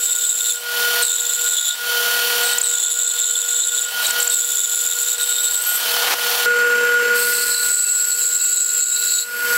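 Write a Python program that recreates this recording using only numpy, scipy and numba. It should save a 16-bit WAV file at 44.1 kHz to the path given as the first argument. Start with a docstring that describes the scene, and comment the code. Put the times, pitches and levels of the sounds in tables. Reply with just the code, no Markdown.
"""Bandsaw cutting a log

A bandsaw cuts a log, first on a level table, then on a tilted one. Under feed the blade slows, its teeth drive
the band's modes into a squeal and sawdust hisses. Between the cuts the log slides and knocks on the table.
The motor hums on mains harmonics over the whirr of the wheels, shaped noise with frame and blade resonances.
A limiter turns everything down at the loud peaks, so the hum sinks whenever the blade squeals."""
import sys
import numpy as np
from scipy import signal
from scipy.fft import rfft, irfft, next_fast_len
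from scipy.io import wavfile
from scipy.ndimage import uniform_filter1d
from numba import njit

SR = 44100
rng = np.random.default_rng(int(sys.argv[2]) if len(sys.argv) > 2 else 0)


def store_wav(level_fs):
    """Save 16-bit WAV to argv[1]."""
    pcm = np.round(np.clip(np.atleast_2d(level_fs), -1, 1) * 32767)
    wavfile.write(sys.argv[1], SR, pcm.T.astype(np.int16))


N = 422037
TIME = np.arange(N) / SR
TILT_S = 6.459  # the tilted table is heard from here on
IDLE_HZ = 305  # teeth per second without load
SLOT_HZ = 1439.5  # main whine of the motor
WHISTLE_HZ, WHISTLE_DB = 12950, -47  # guide bearings at idle speed; level over the tilted table


def undb(db):
    """Logarithmic level: decibels to amplitude gain."""
    return 10 ** (np.asarray(db) / 20)


def unit(x):
    """Normalization: scale to rms 1."""
    return x / np.sqrt(np.mean(np.abs(x) ** 2))


def turn(hz):
    """Phase as the integral of frequency, in radians."""
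    return 2 * np.pi * np.cumsum(hz * np.ones(N)) / SR


def lag(x, seconds):
    """First-order inertia: follow x exponentially, starting settled."""
    keep = np.exp(-1 / (seconds * SR))
    return x[0] + signal.lfilter([1 - keep], [1, -keep], x - x[0])


def walk(hz):
    """Band-limited random motion: about hz new values a second, smoothed."""
    knots = rng.standard_normal(N // 8)
    path = np.interp(TIME * hz, np.arange(len(knots)), knots)
    return unit(uniform_filter1d(path, max(int(SR / hz), 1)))


def brief_changes(table):
    """Gaussian envelopes: smooth brief changes of level, in dB."""
    return sum(db * np.exp(-((TIME - s) / half) ** 2) for s, half, db in table)


def noise(colour, resonances=(), force=1):
    """Source and filter: random force given a spectrum, lifted at each resonance."""
    hz, db = np.transpose(colour)
    size = next_fast_len(N)
    bins = np.maximum(np.fft.rfftfreq(size, 1 / SR), 1)
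    gain = undb(np.interp(np.log(bins), np.log(hz), db))
    for centre, width, lift_db in resonances:
        gain = gain * undb(lift_db / (1 + (2 * (bins - centre) / width) ** 2))
    spectrum = rfft(force * rng.standard_normal(N), size)
    return irfft(spectrum * unit(gain), size)[:N]


def ring(hz, width_hz):
    """Self-excited oscillation: a mode nearly steady in size, unsteady in phase."""
    z = walk(width_hz) + 1j * walk(width_hz)
    saturated = z / np.sqrt(np.abs(z) ** 2 + 1.13)
    return unit(np.real(saturated * np.exp(1j * turn(hz))))


RELEASE_S = .028  # the teeth let go
SLACK_HZ, GLIDE_S = 8286, .04  # squeal pitch at first touch; time it takes to settle
SQUEAL_LAW, PITCH_LAW = 0.73, .4  # powers of the load that squeal strength and pitch drop follow
UNEVEN_DB, UNEVEN_HZ = 1.67, 21.76  # random unevenness of the feed
IDLE_DUST_DB, IDLE_DUST_TILTED_DB = -33.5, -38.5  # the band brushing the kerf without cutting
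# stretches of feed, touching and rubbing at the blade; pitch and levels hold at the middle load of each:
# (start [s], end [s], grip time [s], first load [0-1], last load [0-1], squeal pitch [Hz],
#  squeal level [dB], low blade modes level [dB], sawdust level [dB])
STRETCHES = [(-0.3, 0.544, .02, .42, 0.65, 7590, -4.5, -16, -16.5),
             (1.02, 1.501, .012, .62, 0.6, 7476, -7, -16.5, -20),
             (1.5, 1.705, .025, 0.43, 0.46, 7300, -9.5, -12.5, -21),
             (2.42, 2.54, 0.016, 0.1, 0.15, 7906, -22, -25.5, -40),
             (2.625, 2.88, .016, .42, 0.44, 7400, -5.5, -15, -23.5),
             (2.88, 3.837, 0.027, 0.52, .7, 7467, -6, -16.5, -21.5),
             (4.011, 4.079, .02, 0.01, 0.02, 8143, -25.5, -27, -35),
             (4.195, 4.24, .015, 0.18, 0.35, 7414, -16.5, -25, -21),
             (4.3, 4.928, 0.014, 1, 0.95, 7396, -5, -16.5, -16.5),
             (4.93, 5.134, 0.024, 0.73, 0.58, 7500, -7, -17.5, -17.5),
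             (5.175, 5.552, .02, 0.6, .4, 7725, -10, -18.5, -20),
             (5.55, 5.782, 0.029, 0.39, 0.17, 7990, -14, -48, -25.5),
             (7.14, 7.659, .035, 0.03, .14, 7954, -14.5, -22, -20.5),
             (7.631, 8.929, 0.077, 0.26, 0.5, 7692, -1, -17.5, -15.5),
             (8.936, 9.21, .028, 0.23, 0.42, 7616, -2, -10, -13.5),
             (9.23, 9.6, 0.028, 0.01, 0.08, 7900, -28.5, -44, -26)]


def feed():
    """Friction under feed: more load makes the squeal louder and lower. Gives load, pitch and three gains."""
    load, drop_hz, squeal, low, dust = np.zeros((5, N))
    for start, end, grip_s, first, last, hz, squeal_db, low_db, dust_db in STRETCHES:
        attack = 1 - np.exp(-np.maximum(TIME - start, 0) / grip_s)
        grip = attack * np.exp(-np.maximum(TIME - end, 0) / RELEASE_S)
        force = np.maximum(np.interp(TIME, [start, end], [first, last]), .01)
        effort = 2 * force / max(first + last, .02)  # 1 at the middle load
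        load += grip * force
        drop_hz += grip * (SLACK_HZ - hz) * effort ** PITCH_LAW
        squeal += grip * undb(squeal_db) * effort ** SQUEAL_LAW
        low += grip * undb(low_db) * effort ** SQUEAL_LAW
        dust += grip * undb(dust_db)
    uneven = undb(UNEVEN_DB * walk(UNEVEN_HZ))
    idle = undb(np.where(TIME < TILT_S, IDLE_DUST_DB, IDLE_DUST_TILTED_DB))
    pitch_hz = SLACK_HZ - lag(drop_hz, GLIDE_S)
    return load, pitch_hz, squeal * uneven, low * uneven, np.hypot(dust, idle)


def bites(tooth_hz, scatter_db, count=104):
    """Periodic forcing: each tooth bites differently, and the set of the band repeats every lap of count teeth."""
    tooth = turn(tooth_hz) / (2 * np.pi)
    k = np.arange(int(tooth[-1]) + 2)
    tooth_set = rng.standard_normal(count)[k % count]
    size = unit(rng.standard_normal(len(k)) + .5 * tooth_set)
    # the ringing of one bite carries over into the next
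    force = signal.lfilter([1], [1, -.1], undb(scatter_db * 2 * np.tanh(size)))
    force = uniform_filter1d(force[tooth.astype(int)], size=60)
    return unit(force * (1 - .35 * np.cos(2 * np.pi * tooth)))


def blade_squeal(tooth_hz, pitch_hz, on_level):
    """Mode coupling: deep cuts bring in the lower mode of a pair, shallow ones lift and blur the upper."""
    upper_hz = np.maximum(pitch_hz, 7700)
    deep = np.clip((7760 - pitch_hz) / 600, .05, .85)
    upper_level = ring(upper_hz + 90 * walk(150), width_hz=460)
    upper_tilted = ring(upper_hz + 35 * walk(60), width_hz=160)
    upper = np.where(on_level, upper_level, upper_tilted)
    lower = ring(7190 + 90 * walk(150), width_hz=670)
    pair = np.sqrt(1 - deep) * upper + np.sqrt(deep) * lower
    blur = np.clip((pitch_hz - 7700) / 400, .1, .9)
    squeal = np.sqrt(1 - blur) * pair + np.sqrt(blur) * ring(pitch_hz, width_hz=1900)
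    overtone = ring(1.42 * pitch_hz + 80 * walk(8), width_hz=520)
    return squeal + undb(-13.5 + 4.6 * walk(60)) * deep * on_level * overtone


# low modes of the blade: (multiple of the squeal pitch, width [Hz], relative level [dB])
LOW_MODES = [(0.473, 199.5, 6.5), (.51, 266.8, 3.5), (0.551, 291.7, -1)]


def low_blade_modes(bite, pitch_hz, on_level):
    """Modal excitation: modes about an octave down glide with the squeal and are struck in ragged bursts."""
    span_hz = pitch_hz * np.where(on_level, 1, 1.09)  # the tilted cut leaves a stiffer length of blade
    low = 0
    for ratio, width, db in LOW_MODES:
        low = low + undb(db + 2.9 * walk(90)) * ring(ratio * span_hz, width_hz=width)
    chatter = unit(bite ** 0.84 * undb(2.2 * walk(220)))
    return chatter * unit(low)


CATCH_S = 0.0034  # half length of a catch
# single teeth catching: (time [s], level [dB])
CATCHES = [(2.586, -6.5), (2.617, -3), (4.069, -12.5), (4.11, -11), (4.205, -10), (4.23, -6), (4.278, -4),
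           (4.3, -3.5)]


def tooth_catches():
    """Impulsive excitation: single catches set off short bursts of a broad mode."""
    catch = sum(undb(db) * np.exp(-((TIME - s) / CATCH_S) ** 2) for s, db in CATCHES)
    return catch * ring(7450, width_hz=1500)


# sawdust torn from the kerf: (frequency [Hz], relative density [dB])
DUST = [(60, -28), (300, -15), (900, -31), (2000, -10.5), (2900, -1.5), (4400, -1.5), (5700, -1),
        (8400, -3), (9400, -2.5), (10700, 5), (12500, 4.5), (13600, 2), (15500, 2)]


def sawdust(bite, dust_gain):
    """Amplitude-modulated noise: the hiss of sawdust pulses gently with the bites."""
    return undb(4.5) * dust_gain * noise(DUST) * unit(bite ** 0.34)


# the band presses on its guide bearings and their whine swells: (time [s], half length [s], change [dB])
GUIDE_SWELLS = [(5.7, 0.12, 14)]


def guide_bearings(whistle_hz, squeal_gain, dust_gain):
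    """Rotational tone: bearings whine in step with the band, most when it rubs without squealing."""
    rubbing = np.clip(dust_gain / (squeal_gain + 1e-6), .1, 1.8) ** 0.24
    whine_db = -5.0 + 3.4 * walk(70) + brief_changes(GUIDE_SWELLS)
    return undb(whine_db) * dust_gain * rubbing * ring(whistle_hz, width_hz=420)


IDLE_RING_HZ, IDLE_RING_DB = 7480, -36.5  # the free blade sings faintly over the tilted table
# wavering rings of the blade at fixed pitch in the tilted cut: (frequency [Hz], level over the dust gain [dB])
FIXED_RINGS = [(2680, -14.5), (4500, -10.5), (5130, -13)]


def tilted_rings(whistle_hz, dust_gain):
    """Resonance at fixed pitch: blade rings follow the sawdust level, beside faint idle tones."""
    rings = dust_gain * sum(undb(db + 3 * walk(35)) * ring(hz, width_hz=130) for hz, db in FIXED_RINGS)
    singing = undb(IDLE_RING_DB) * ring(IDLE_RING_HZ, width_hz=280)
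    return rings + singing + undb(WHISTLE_DB) * ring(whistle_hz, width_hz=120)


def blade(tooth_hz, pitch_hz, squeal_gain, low_gain, dust_gain):
    """Forced and self-excited vibration: the teeth roughen the squeal, strike low modes and tear out sawdust."""
    on_level = TIME < TILT_S
    bite = np.where(on_level, bites(tooth_hz, scatter_db=3.0), bites(tooth_hz, scatter_db=2.0))
    squeal = bite * squeal_gain * blade_squeal(tooth_hz, pitch_hz, on_level)
    low = low_gain * low_blade_modes(bite, pitch_hz, on_level)
    whistle_hz = WHISTLE_HZ * tooth_hz / IDLE_HZ
    whine = guide_bearings(whistle_hz, squeal_gain, dust_gain)
    rings = np.where(on_level, 0, tilted_rings(whistle_hz, dust_gain))
    return squeal + tooth_catches() + low + sawdust(bite, dust_gain) + whine + rings


# log sliding on the table: (time [s], level [dB])
SLIDE = [(5.3, -64), (5.75, -54), (5.92, -39), (6.03, -22.5), (6.1, -14.5), (6.17, -27.5), (6.45, -29)]
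# colour of the scraping: (frequency [Hz], relative density [dB])
SCRAPE = [(60, -43), (200, -15), (400, -9), (700, 5.5), (3000, 0.5), (6000, -3.5), (8500, -9)]
# log catching on the table, halved in strength below: (time [s], level [dB])
KNOCKS = [(5.966, -11), (6.043, -18), (6.096, -27), (6.136, -5)]


def log_on_table():
    """Sliding friction: random contact force as the log scrapes over the iron table, with decaying knocks."""
    slide_s, slide_db = np.transpose(SLIDE)
    wavering_db = np.interp(TIME, slide_s, slide_db) + 3.1 * walk(90)
    force = undb(wavering_db) * (TIME < TILT_S)
    for s, db in KNOCKS:
        force = force + .5 * undb(db) * (TIME >= s) * np.exp(-np.abs(TIME - s) / 0.0043)
    return noise(SCRAPE, force=force)


def hum(lines, waver_db, waver_rad):
    """Additive synthesis: steady tones that tremble a little, the upper ones more in phase."""
    total = 0
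    for hz, db in lines:
        gain = np.sqrt(2) * undb(db + waver_db * walk(30))
        phase = 2 * np.pi * hz * TIME + waver_rad * hz / SLOT_HZ * walk(25)
        total = total + gain * np.sin(phase)
    return total


# hum beside the level table, before wavering and fades: (frequency [Hz], rms level [dB])
HUM_LEVEL = [(959.6, -45), (1439.5, -22.5), (1677, -64), (1920, -39.5), (4319, -39), (5766, -39),
             (7198, -37.5)]
# the motor's tones beside the level table fade briefly: (time [s], half length [s], change [dB])
WHINE_DIPS = [(4.05, 0.023, -14), (5.9, 0.069, -8.5), (6.2, 0.44, -3.5)]


def motor_level(tooth_hz):
    """Rotor slip: under load the slot tone falls away from the mains harmonic and beats with it."""
    slip_hz = .8 * (IDLE_HZ - tooth_hz)
    slot = np.sqrt(2) * np.sin(turn(SLOT_HZ - slip_hz)) * np.clip(slip_hz / 8, 0, 1)
    slot_db = HUM_LEVEL[1][1] - 3.5  # relative to the main whine
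    tones = hum(HUM_LEVEL, waver_db=1.74, waver_rad=1 / 10) + undb(slot_db) * slot
    return undb(brief_changes(WHINE_DIPS)) * tones


DRONE_DB = -33  # the motor's low drone
DRONE_IDLE_DB, DRONE_SINKS_S, DRONE_FADE_S = 9.5, 7.12, 0.28  # louder at the tilted table until the blade enters
# the low drone fades briefly: (time [s], half length [s], change [dB])
DRONE_DIPS = [(1.69, 0.096, -23), (4.03, .1, -23), (5.72, 0.17, -14)]


def motor_drone():
    """Subharmonic tone: a drone at a third of the motor's whine."""
    idling = (TIME > TILT_S) * np.exp(-np.maximum(TIME - DRONE_SINKS_S, 0) / DRONE_FADE_S)
    drone_db = DRONE_DB + DRONE_IDLE_DB * idling + brief_changes(DRONE_DIPS)
    return hum([(SLOT_HZ / 3, drone_db)], waver_db=1.2, waver_rad=.2)


BELT_HZ, BELT_SAG_HZ, BELT_LAG_S, BELT_DB = 721, 194, .35, -40.5
BELT_TILTED_HZ, BELT_TILTED_DB = 655, -50.5


def belt_level(load):
    """Load-dependent pitch: the belt tone sinks and weakens under load; its pitch recovers slowly."""
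    belt_hz = BELT_HZ - BELT_SAG_HZ * lag(load, BELT_LAG_S)
    return undb(BELT_DB + 2.8 * walk(15) - 15 * load) * ring(belt_hz, width_hz=26)


WHEEL_HZ = 18.4  # turns per second at idle
# hum beside the tilted table, before wavering: (frequency [Hz], rms level [dB])
HUM_TILTED = [(220.7, -51), (959.6, -42.5), (1421.1, -35), (1439.5, -16.5), (1494.2, -34), (1512.6, -37),
              (1678, -41.5), (1991, -38)]
# whirr of wheels and band beside the level and the tilted table: (frequency [Hz], relative density [dB])
WHIRR_LEVEL = [(30, -39), (170, -46), (225, -14.5), (350, -31), (440, -3.5), (590, -9), (720, -1.5),
               (1150, -3.5), (1450, 3), (2050, -4), (3000, 4.5), (8500, -5.5), (11000, -2)]
WHIRR_TILTED = [(50, -41), (175, -22), (225, -10), (350, -18.5), (440, 3), (720, -9.5), (1450, 6.5),
                (2100, 1.5), (2700, 3.5), (3300, -4.5), (6000, -7.5), (7700, -5.5), (9500, -14.5)]
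# resonances of the frame and of the free-running blade: (frequency [Hz], width [Hz], lift above the whirr [dB])
RESONANCES = [(214, 17, 9.5), (295, 16, 16), (3063, 36, 11.5), (4386, 37, 13.5), (7540, 120, 6),
              (8680, 110, 4)]


def machine(tooth_hz, load):
    """Rotational modulation: hum, belt and whirr throb at multiples of the wheel rate."""
    wheel = turn(WHEEL_HZ * tooth_hz / IDLE_HZ)
    throb = 1 + 0.11 * np.sin(2 * wheel) + 0.02 * (np.sin(3 * wheel) + np.sin(4 * wheel))
    level_whirr = undb(-18.5) * noise(WHIRR_LEVEL, RESONANCES)
    level = motor_level(tooth_hz) + belt_level(load) + level_whirr
    tilted_whirr = undb(-24.5) * noise(WHIRR_TILTED, RESONANCES)
    tilted_belt = undb(BELT_TILTED_DB) * ring(BELT_TILTED_HZ, width_hz=5.4)
    tilted = hum(HUM_TILTED, waver_db=1.5, waver_rad=0.066) + tilted_whirr + tilted_belt
    return throb * (np.where(TIME < TILT_S, level, tilted) + motor_drone())


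SAG_HZ, INERTIA_S = 27.86, 0.088  # teeth per second lost at full load; lag of the wheels


def scene():
    """Superposition: saw and log add up, alike in both channels; the load slows the band."""
    load, *cut = feed()
    tooth_hz = IDLE_HZ - SAG_HZ * lag(load, INERTIA_S)
    mono = machine(tooth_hz, load) + blade(tooth_hz, *cut) + log_on_table()
    return np.tile(mono, (2, 1))


@njit
def follow(x, attack, release):
    """Envelope detection: a peak follower that rises quickly and falls slowly."""
    out, e = np.empty(len(x)), x[:2000].max()
    for i in range(len(x)):
        e += (x[i] - e) * attack if x[i] > e else -e * release
        out[i] = e
    return out


def limit(x, ceiling_db, attack_s, release_s):
    """Dynamic range limiting: turn the gain down as far as the peaks exceed the ceiling."""
    peak = follow(np.abs(x), 1 / (1 + attack_s * SR), 1 / (1 + release_s * SR))
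    return x / np.maximum(peak / undb(ceiling_db), 1)


TOP_HZ = 15720  # upper edge of the sound


def record(dry):
    """Limiting and low-pass filtering: a limiter holds the level, then the top is cut."""
    held = limit(dry[0], ceiling_db=-9.0, attack_s=0.00017, release_s=0.15)
    low_pass = signal.ellip(12, .1, 80, TOP_HZ, fs=SR, output="sos")
    return np.tile(signal.sosfilt(low_pass, held), (2, 1))


dry = scene()
out = record(dry)
store_wav(out)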